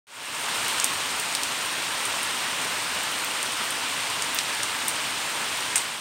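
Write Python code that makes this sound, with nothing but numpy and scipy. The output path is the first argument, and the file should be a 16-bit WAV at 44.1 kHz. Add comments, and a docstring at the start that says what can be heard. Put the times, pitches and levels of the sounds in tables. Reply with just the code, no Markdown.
"""Steady rain on a puddled concrete yard: noise for the wash of far drops, random hits for the patter of
nearer ones, and a tick, a short spray and wall echoes for each close drop. It cuts in quietly and swells
over half a second. A brief flurry comes at 2.2 s. Over the first 4.6 s the ticks on the concrete weaken
as the microphone lifts away. A fade starts at 5.8 s and is unfinished at the end. Mono, on two channels."""
import sys
import numpy as np
from scipy import signal
from scipy.fft import rfft, irfft
from scipy.io import wavfile
from scipy.ndimage import uniform_filter1d

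SR = 44100
rng = np.random.default_rng(int(sys.argv[2]) if len(sys.argv) > 2 else 0)


def generate_wav(signal):
    """Clip the signal to [-1, 1] and save it as 16-bit WAV at the path in sys.argv[1]."""
    frames = np.transpose(np.atleast_2d(signal))
    scaled = np.clip(frames, -1, 1) * 32767
    pcm = np.round(scaled).astype(np.int16)
    wavfile.write(sys.argv[1], SR, pcm)


N = 264644


def amp(db):
    """dB to amplitude factor."""
    return 10 ** (np.asarray(db) / 20)


def unit_energy(x):
    """Scales to an energy of 1."""
    return x / np.sqrt(np.sum(x ** 2) + 1e-20)


def unit_rms(x):
    """Scales to an rms of 1."""
    return x / np.sqrt(np.mean(x ** 2) + 1e-20)


def read_spectrum(points, hz):
    """Joins (Hz, dB) points by straight lines on a log-frequency axis."""
    point_hz, db = np.transpose(points)
    return np.interp(np.log(hz + 1), np.log(point_hz + 1), db)


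def add(mix, start_s, sound):
    """Mixes a sound in at start_s, cut at the end of the mix."""
    part = mix[round(start_s * SR):][:len(sound)]
    part += sound[:len(part)]


def minimum_phase(gain, size=1024):
    """The most sudden impulse response with the spectrum gain(hz): phase from the log gain."""
    hz = abs(np.fft.fftfreq(size, 1 / SR))
    log_gain = np.log(np.maximum(gain(hz), 1e-4))
    spectrum = np.exp(np.conj(signal.hilbert(log_gain)))
    return np.fft.ifft(spectrum).real[:size // 2]


def close_drops(level_db=-0.47):
    """The heavy drops that land next to the microphone, at set times; the last one is built of three parts."""
    # Loudest close drops; the last has a low body, a bright tick and a strong wall echo in separate rows.
    # Each row: start in seconds, level in dB before level_db, centre of the tick in Hz,
    # its half-width in octaves, spray in dB against the tick.
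    drop_rows = [(.6827, -2, 13000, 1.1, -6), (.7999, 1.5, 6300, 0.63, -5), (.8437, 7.5, 10000, 1.2, -5.5),
                 (1.1988, -0.5, 14500, .9, -5), (1.3509, 2, 4700, 1.4, -3), (1.4344, -0.5, 6700, 0.7, -7),
                 (2.0539, -4, 8200, 0.55, -4), (2.2316, -4, 10200, .35, -7), (3.2465, .5, 15500, .7, -7),
                 (3.4294, -3.5, 7700, 1, -10), (3.706, -5, 10300, .45, -3), (4.223, -3.5, 6500, 0.59, -4),
                 (4.3474, 3.5, 15500, 0.52, -3), (4.388, 3, 4200, 0.76, -7), (4.6327, -1.5, 6900, .8, -4),
                 (4.8825, 2, 10600, 0.93, 0.5), (5.757, -3, 2300, 0.61, 4), (5.7577, 4, 8500, 0.34, 2),
                 (5.78, -1.5, 6300, 1, -10)]
    out = np.zeros(N)
    for start_s, db, centre_hz, octaves, spray_db in drop_rows:
        add(out, start_s, close_drop(db + level_db, centre_hz, octaves, spray_db))
    return out


def light_drops(per_s=3.5, level_db=-10.5, scatter_db=2.5, low_hz=8500, high_hz=16000, octaves=0.75, spray_db=-7):
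    """Lighter drops land just as close, at random moments and with random size and colour."""
    out = np.zeros(N)
    for when, size, colour in rng.random((round(per_s * N / SR), 3)):
        centre_hz = low_hz * (high_hz / low_hz) ** colour
        db = level_db + scatter_db * (2 * size - 1)
        add(out, when * N / SR, close_drop(db, centre_hz, octaves, spray_db))
    return out


def close_drop(db, centre_hz, octaves, spray_db):
    """A drop next to the microphone, or a part of one: its splash and the echoes."""
    one_hit = signal.unit_impulse(SR // 10)
    sound = unit_energy(splash(one_hit, centre_hz, octaves, spray_db))
    tick_and_spray = np.hypot(1, amp(spray_db))  # more spray, more total energy
    return amp(db) * tick_and_spray * yard(sound)


def splash(hits, centre_hz, octaves, spray_db, spray_t60_s=0.13, burst_db=-5, burst_t60_s=0.004):
    """Each hit makes a tick, a burst as the drop breaks up, then a dying spray of droplets."""
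    power = np.zeros(len(hits))
    for db, t60_s in [(burst_db, burst_t60_s), (spray_db, spray_t60_s)]:
        keep = amp(-120 / (t60_s * SR))  # acts on power: 60 dB down after t60_s
        power += amp(db) ** 2 * signal.lfilter([1 - keep], [1, -keep], hits ** 2)
    droplets = np.sqrt(power) * unit_rms(rng.laplace(size=len(hits)))

    def tick_gain(hz):
        distance_octaves = np.log2((hz + 1) / centre_hz)
        return 1 / (1 + (distance_octaves / octaves) ** 2)

    tick = unit_energy(minimum_phase(tick_gain))
    return signal.oaconvolve(hits + droplets, tick)[:len(hits)]


def yard(x, spread=0.055):
    """Hard surfaces throw a tick back; the paths differ a little with the place where the drop lands."""
    # Echoes of a surface close by and of a wall. Each row: nominal delay in seconds, level in dB.
    echoes = [(.0023, -8.5), (0.022, -14)]
    out = x.copy()
    for delay_s, db in echoes:
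        path = 1 + spread * (2 * rng.random() - 1)
        add(out, delay_s * path, amp(db) * x)
    return out


def patter(level_db, per_s, low_hz, high_hz, octaves, spread_db, spray_db, count=12):
    """Drops at middle distance, of many colours; most are faint and a few are stronger."""
    out = np.zeros(N)
    for centre_hz in np.geomspace(low_hz, high_hz, count):
        sizes = amp(spread_db * np.minimum(rng.exponential(1, N), 3))
        hits = sizes * (rng.random(N) < per_s / count / SR)
        out += splash(hits, centre_hz, octaves, spray_db)
    return amp(level_db) * unit_rms(out)


def far_rain(level_db=-29.0, patchy_db=0.64, flicker_db=-0.04):
    """Merged far drops: noise with small drifting patches and a flicker shared by all pitches."""
    # Spectrum of the far wash. Each row: frequency in Hz, relative density in dB per Hz.
    wash = [(30, -34), (52, -24.5), (74, -13), (115, -10), (200, -10), (270, -5), (345, -8.5), (810, -3),
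            (910, 0.86), (1850, -3), (2900, -0.84), (4600, -6.5), (6500, -10), (16000, -16.5)]
    frames, bins = N // 128 + 20, 512 // 2 + 1  # a hop of 128 samples
    real, imag, patches = rng.standard_normal((3, bins, frames))
    patches = uniform_filter1d(patches, size=12, axis=1)
    patches = unit_rms(uniform_filter1d(patches, size=10, axis=0))
    flicker = unit_rms(uniform_filter1d(rng.standard_normal(frames), size=5))
    grid = (real + 1j * imag) * amp(patchy_db * patches + flicker_db * flicker)
    noise = signal.istft(grid, nperseg=512, noverlap=384)[1][:N]
    colour = amp(read_spectrum(wash, np.fft.rfftfreq(N, 1 / SR)))
    return amp(level_db) * unit_rms(irfft(rfft(noise) * colour, N))


def scene():
    """Wash, dull plops in puddles and bright ticks on concrete follow the rain; close drops are added."""
    # Strength of the rain. Each row: time in seconds, level in dB.
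    strength = [(.6, 1.4), (1.3, -0.6), (2.3, 0.43), (4.1, 0), (5.7, -0.17)]
    flurry_at_s, flurry_s, flurry_db = 2.17, 0.033, 0.9  # flurry_s: half-length
    concrete_near_db, lift_s = 4, 4.6  # extra ticks while the microphone points down; time to lift
    t = np.arange(N) / SR
    strength_db = np.interp(t, *np.transpose(strength))
    strength_db += flurry_db * np.exp(-((t - flurry_at_s) / flurry_s) ** 2)
    pointing_down = .5 + .5 * np.cos(np.pi * np.minimum(t / lift_s, 1))
    puddles = patter(level_db=-38.0, per_s=420, low_hz=1390, high_hz=3720, octaves=0.37, spread_db=2.0, spray_db=-6)
    concrete = patter(level_db=-44, per_s=200, low_hz=6130, high_hz=15000, octaves=0.71, spread_db=3, spray_db=3.5)
    concrete *= amp(concrete_near_db * pointing_down)
    rain = (far_rain() + puddles + concrete) * amp(strength_db)
    return np.tile(rain + close_drops() + light_drops(), (2, 1))


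def record(dry):
    """Microphone colour, the fades (straight in amplitude) and the band limit."""
    # Small microphone: resonance of its port and the dip above it. Each row: frequency in Hz, gain in dB.
    mic_response = [(6500, 0), (8000, 2.5), (8950, 7), (9450, 2.5), (10100, -7.5), (11800, -4.5),
                    (13500, -7), (15600, -7)]
    fade_in_at_s, fade_from_db, fade_in_s = .069, -28.5, 0.51
    fade_out_at_s, fade_out_s, edge_hz = 5.776, 0.48, 15850
    t = np.arange(N) / SR
    swell = np.minimum(amp(fade_from_db) + (t - fade_in_at_s) / fade_in_s, 1)
    fade_in = (t >= fade_in_at_s) * swell
    fade_out = np.clip(1 - (t - fade_out_at_s) / fade_out_s, 0, 1)
    mic = minimum_phase(lambda hz: amp(read_spectrum(mic_response, hz)))
    heard = signal.oaconvolve(dry, mic[None])[:, :N] * fade_in * fade_out
    band_limit = signal.firwin(511, edge_hz, window=("kaiser", 8), fs=SR)
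    return signal.oaconvolve(heard, band_limit[None], "same")


dry = scene()
out = record(dry)
generate_wav(out)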